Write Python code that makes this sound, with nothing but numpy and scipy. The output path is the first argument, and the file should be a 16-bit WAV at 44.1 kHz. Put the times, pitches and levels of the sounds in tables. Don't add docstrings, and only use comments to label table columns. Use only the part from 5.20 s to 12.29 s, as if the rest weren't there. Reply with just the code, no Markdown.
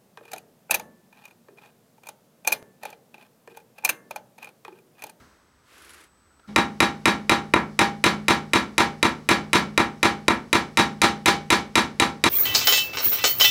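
import sys
import numpy as np
from scipy import signal
from scipy.fft import rfft, irfft
from scipy.io import wavfile

SR = 44100
rng = np.random.default_rng(int(sys.argv[2]) if len(sys.argv) > 2 else 0)


def digitize_waveform(pressure):
    field = np.atleast_2d(pressure).T
    bounded = np.clip(field, -1, 1)
    quanta = np.round(bounded * 32767).astype(np.int16)
    wavfile.write(sys.argv[1], SR, quanta)


N = 312669
TIME_S = np.arange(N) / SR
AGE_S = TIME_S[:SR]
BINS_HZ = np.fft.rfftfreq(SR, 1 / SR)
CUT_IN_S = 1.275


def undb(db):
    return 10 ** (np.asarray(db) / 20)

def at_hz(rows, hz):
    points, values = np.transpose(rows)
    return np.interp(np.log(hz + 1e-3), np.log(points), values)

def noise(colour, size):
    gain = undb(at_hz(colour, np.fft.rfftfreq(size, 1 / SR)))
    shaped = irfft(rfft(rng.standard_normal(size)) * gain, size)
    return shaped / shaped.std()

def fade(t60_s, rise_s):
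    return (1 - np.exp(-AGE_S / rise_s)) * np.exp(-np.log(1000) * AGE_S / t60_s)

def swell(start_s, rise_s, hold_s, fall_s):
    end_s = start_s + rise_s + hold_s + fall_s
    ramp = np.minimum((TIME_S - start_s) / rise_s, (end_s - TIME_S) / fall_s)
    return np.sin(np.pi / 2 * np.clip(ramp, 0, 1)) ** 2

def add(out, start_s, sound):
    start = round(start_s * SR)
    part = sound[:max(len(out) - start, 0)]
    out[start:start + len(part)] += part

def struck_modes(modes, rise_s):
    out = np.zeros(SR)
    for hz, db, t60_s, delay_s in modes:
        add(out, delay_s, undb(db) * fade(t60_s, rise_s) * np.sin(2 * np.pi * hz * AGE_S))
    return out


# f/Hz, level/dB
AIR_SPECTRUM = [(25, -12), (75, 5), (106, -7), (250, -6), (700, -14), (1300, -9), (2850, -23), (6200, -23),
                (7200, -29), (15000, -35)]
def air(db=-61):
    return undb(db) * noise(AIR_SPECTRUM, N)

def rustle(db=-51.5, t60_s=1.0):
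    return air(db) * np.exp(-np.log(1000) * TIME_S / t60_s)

def whine(hz=8010, steady_db=-77.5, swell_db=-76):
    rms = undb(steady_db) + undb(swell_db) * swell(start_s=.76, rise_s=.15, hold_s=.3, fall_s=.04)
    return np.sqrt(2) * rms * np.sin(2 * np.pi * hz * TIME_S)

# f/Hz, level/dB
SLIDE_SPECTRUM = [(180, -37), (300, -4.5), (814, -13.5), (975, -9.5), (1490, -4), (1790, -8), (1940, -7.5),
                  (5710, -18), (11200, -21), (15000, -29)]
CATCH_SPECTRUM = [(500, -20), (1600, 4), (4000, -3), (6500, -6), (11000, 0), (13000, -12), (16000, -25)]
def scuff(slide_db=-52.5, catch_db=-50.5, spread_db=3, catches=12, from_s=.58, to_s=.85):
    slide = swell(start_s=.4, rise_s=.19, hold_s=.19, fall_s=.14)
    out = undb(slide_db) * noise(SLIDE_SPECTRUM, N) * slide
    for k in range(catches):
        start_s = from_s + (to_s - from_s) * (k + rng.random()) / catches
        db = catch_db + spread_db * rng.standard_normal()
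        add(out, start_s, undb(db) * noise(CATCH_SPECTRUM, SR) * fade(t60_s=.05, rise_s=.00084))
    return out

# t/s, length/s, level/dB
SQUEAK_EVENTS = [(1.095, .045, -64), (1.21, 0.1, -58)]
# f/Hz, level/dB
SQUEAK_SPECTRUM = [(1000, -40), (1300, -5), (1380, 3), (1480, -13), (1900, -38)]
def squeaks():
    band = noise(SQUEAK_SPECTRUM, N)
    return sum(undb(db) * band * swell(start_s, length_s / 2, 0, length_s / 2)
               for start_s, length_s, db in SQUEAK_EVENTS)

# f/Hz, level/dB
TICK_SPECTRUM = [(200, -10), (1100, 3), (2600, -15), (5000, -19), (15000, -45)]
def tick(start_s=1.195, db=-48):
    out = np.zeros(N)
    add(out, start_s, undb(db) * noise(TICK_SPECTRUM, SR) * fade(t60_s=.04, rise_s=.0005))
    return out

# f/Hz, level/dB
HISS_SPECTRUM = [(300, -10), (2500, -4), (5300, 0), (7000, -7), (9000, -12), (10800, -9), (12500, -18),
                 (15500, -20)]
def hiss(db=-62):
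    return undb(db) * noise(HISS_SPECTRUM, N) * (TIME_S > CUT_IN_S)

# f/Hz, level/dB
CRACK_SPECTRUM = [(100, -24), (400, -4), (2300, 0), (2900, -6), (4000, -2), (5500, -3), (9000, -6),
                  (11000, -11), (13000, -20), (15500, -29)]
def crack(db=-8.2):
    return undb(db) * noise(CRACK_SPECTRUM, SR) * fade(t60_s=.022, rise_s=.0002)

# f/Hz, level/dB, t60/s, delay/s
CLANK_MODES = [(1860, -12, .04, 0), (2070, -11, .035, 0), (2230, -1.5, .008, 0), (2360, -8, .026, 0),
               (3840, -14, .085, 0), (1370, -14, .03, 0), (980, -9.5, .02, .003), (600, -13, .012, .003),
               (310, -10, .02, .002)]
def clank():
    return struck_modes(CLANK_MODES, rise_s=.00035)

# f/Hz, level/dB, t60/s
RING_MODES = [(153, -37, 1.4), (180, -26, 0.35), (209, -32, 1.3), (231, -29, 0.44), (258, -28, 0.38),
              (333, -24, 0.31), (804, -18, 0.36), (917, -17, 0.21), (940, -20, 0.21), (993, -19.5, 0.2),
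              (1219, -20, 0.21), (1326, -24, 0.27), (1372, -24, 0.27), (1644, -23, 0.22), (1690, -22, 0.2),
              (1833, -24, 0.21), (1872, -29, 0.26), (2102, -24, 0.2), (2260, -27, 0.29), (2376, -28, 0.24),
              (3079, -36, 0.29), (3811, -20, 0.21), (3867, -21.5, 0.21), (3990, -31, 0.22),
              (4180, -30, 0.21), (4831, -44, 0.28), (5539, -37, 0.24), (5956, -40, 0.22), (7227, -41, 0.22),
              (9584, -45, 0.2), (10475, -46, 0.2)]
def ring(gain_db=1.6, rise_s=.02):
    out = np.zeros(SR)
    for hz, db, t60_s in RING_MODES:
        out += undb(db) * fade(t60_s, rise_s) * np.sin(2 * np.pi * (hz * AGE_S + rng.random()))
    return undb(gain_db) * out

def steel_resonances(ripple_db=3.7, spacing_hz=45):
    grid_hz = np.arange(0, SR / 2, spacing_hz)
    ripple = np.interp(BINS_HZ, grid_hz, rng.standard_normal(len(grid_hz)))
    return undb(ripple_db * ripple * np.interp(BINS_HZ, [1500, 4000], [0, 1]))

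# f/Hz, level/dB
SHED_SPECTRUM = [(25, -13), (80, -2.5), (130, -11.5), (200, 1.5), (350, 0.5), (550, -4), (1100, 0),
                 (1550, -1.5), (2300, 1), (2700, -7), (3900, -5.5), (5000, -11), (10000, -21.5),
                 (15500, -39.5)]
# f/Hz, t60/s
SHED_DECAY = [(60, 0.78), (200, 0.56), (500, 0.4), (1200, 0.25), (2500, 0.22), (6000, 0.23), (14000, 0.16)]
def shed_tail(steel_gain, roof_lag_s=.019, early_gain=.27, hum_db=-30):
    spectrum = rfft(rng.standard_normal(SR)) * steel_gain
    roof = early_gain + (1 - early_gain) * (1 + np.tanh((AGE_S - roof_lag_s) / .0051)) / 2
    hum = undb(hum_db) * fade(t60_s=1.0, rise_s=.0066)
    tail = np.zeros(SR)
    for centre_hz in 25 * 2 ** (np.arange(29) / 3):
        window = np.cos(np.pi / 2 * np.clip(3 * np.log2((BINS_HZ + 1e-3) / centre_hz), -1, 1))
        decay = fade(at_hz(SHED_DECAY, centre_hz), rise_s=.00042) + hum / (1 + (centre_hz / 1500) ** 2)
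        band = irfft(spectrum * window) * roof * decay
        tail += band / np.linalg.norm(band) * undb(at_hz(SHED_SPECTRUM, centre_hz)) * np.sqrt(centre_hz)
    return tail / np.linalg.norm(tail)

# f/Hz, level/dB, t60/s, delay/s
WALL_MODES = [(101.2, -23.5, 0.1, 0.0164), (197, -19.5, .13, 0.01803), (328, -27.5, 0.089, 0.01732),
              (476, -23, 0.13, .02)]
def wall_boom():
    return struck_modes(WALL_MODES, rise_s=.0039)

# delay/s, level/dB
REFLECTIONS = [(0.0188, -7.5), (.025, -5), (.033, -12.5), (.042, -11.5)]
def echoes(knock, cutoff_hz=1400):
    dull = signal.sosfilt(signal.butter(2, cutoff_hz, fs=SR, output="sos"), knock)
    out = np.zeros(SR)
    for delay_s, db in REFLECTIONS:
        add(out, delay_s, undb(db) * dull)
    return out

def strike(steel_gain, shed_db=13):
    knock = crack() + clank()
    after = undb(shed_db) * shed_tail(steel_gain) + ring() + wall_boom() + echoes(knock)
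    return np.array([knock, after])

# t/s, knock/dB, brightness/dB, off-centre/(0-1)
HAMMER_BLOWS = [(1.116, -3, 3, 0), (1.3609, 0, -3.4, 0.2), (1.6035, -0.5, -1.6, 0.2), (1.856, -1, -2, 0.2),
                (2.0947, -1.7, -2, 0.1), (2.3377, 5, -10, 0.5), (2.591, -2.4, -0.8, 0.21),
                (2.8399, -2.5, -1, 0.15), (3.0824, -3.4, -.6, 0.33), (3.334, -2.1, -1.5, 0.5),
                (3.5802, -2, -0.5, 0.47), (3.8282, 0.5, -2, .8), (4.0891, -3.2, -1.3, 0.32),
                (4.3314, -4, -0.5, 0.35), (4.5768, 1, -4, 0.48), (4.8295, -2.6, -1, 0.37),
                (5.0814, 5, -5.5, 0.84), (5.3291, -1, -0.5, 0.68), (5.5723, -6, 0.9, 0.35),
                (5.817, -5, 1.5, 0.35), (6.0586, -5, 2.5, 0.5), (6.3032, -3.6, 1.9, 0.7),
                (6.555, -2, 1.2, 0.52), (6.7988, 0.6, -0.2, 0.94), (7.0392, -0.4, 1.1, 0.72)]
# f/Hz, share/(dB/dB)
KNOCK_WEIGHTS = [(300, 1.05), (1000, 1.86), (1400, 1.66), (2100, 0.74), (4000, 1.34), (8000, 0.9)]
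# f/Hz, level/dB
EDGE_EQ = [(300, -2.5), (550, 2.5), (1100, -6), (2100, -5.5), (3500, -0.5)]
def hammering(wander=.51, scatter=.2, thud_hz=1100, bright_hz=2900, thud_db_per_db=.2, loss_db_per_db=.37):
    steel_gain = steel_resonances()
    centre, edge, *others = (strike(steel_gain) for _ in range(7))
    mean = np.mean([centre, edge, *others], axis=0)
    lows = 1 / (1 + (BINS_HZ / thud_hz) ** 4)
    highs = 1 - 1 / (1 + (BINS_HZ / bright_hz) ** 8)
    out = np.zeros(N)
    for start_s, knock_db, bright_db, off_centre in HAMMER_BLOWS:
        angle = np.pi / 2 * wander * off_centre
        blow = mean + np.cos(angle) * (centre - mean) + np.sin(angle) * (edge - mean)
        blow += scatter * sum(rng.standard_normal() * (spot - mean) for spot in others)
        knock, after = blow * np.linalg.norm(centre) / np.linalg.norm(blow)
        knock_eq_db = knock_db * at_hz(KNOCK_WEIGHTS, BINS_HZ) + off_centre * at_hz(EDGE_EQ, BINS_HZ)
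        tilt_db = bright_db * (highs - thud_db_per_db * lows)
        loss_db = loss_db_per_db * knock_db
        spectrum = (rfft(knock) * undb(knock_eq_db) + rfft(after)) * undb(tilt_db - loss_db)
        add(out, start_s, irfft(spectrum)[:SR * 9 // 10])
    return out * np.clip((TIME_S - CUT_IN_S) / .018, 0, 1)


def scene():
    return (hammering() + rustle() + scuff() + tick() + squeaks() + hiss() + air() + whine())[None]

def record(dry, bass_hz=55, ceiling=.93, top_hz=15800):
    thin = signal.sosfilt(signal.butter(2, bass_hz, "high", fs=SR, output="sos"), dry)
    rounded = thin / (1 + (thin / ceiling) ** 6) ** (1 / 6)
    return signal.sosfilt(signal.ellip(8, .2, 70, top_hz, fs=SR, output="sos"), rounded)


dry = scene()
out = record(dry)
digitize_waveform(out)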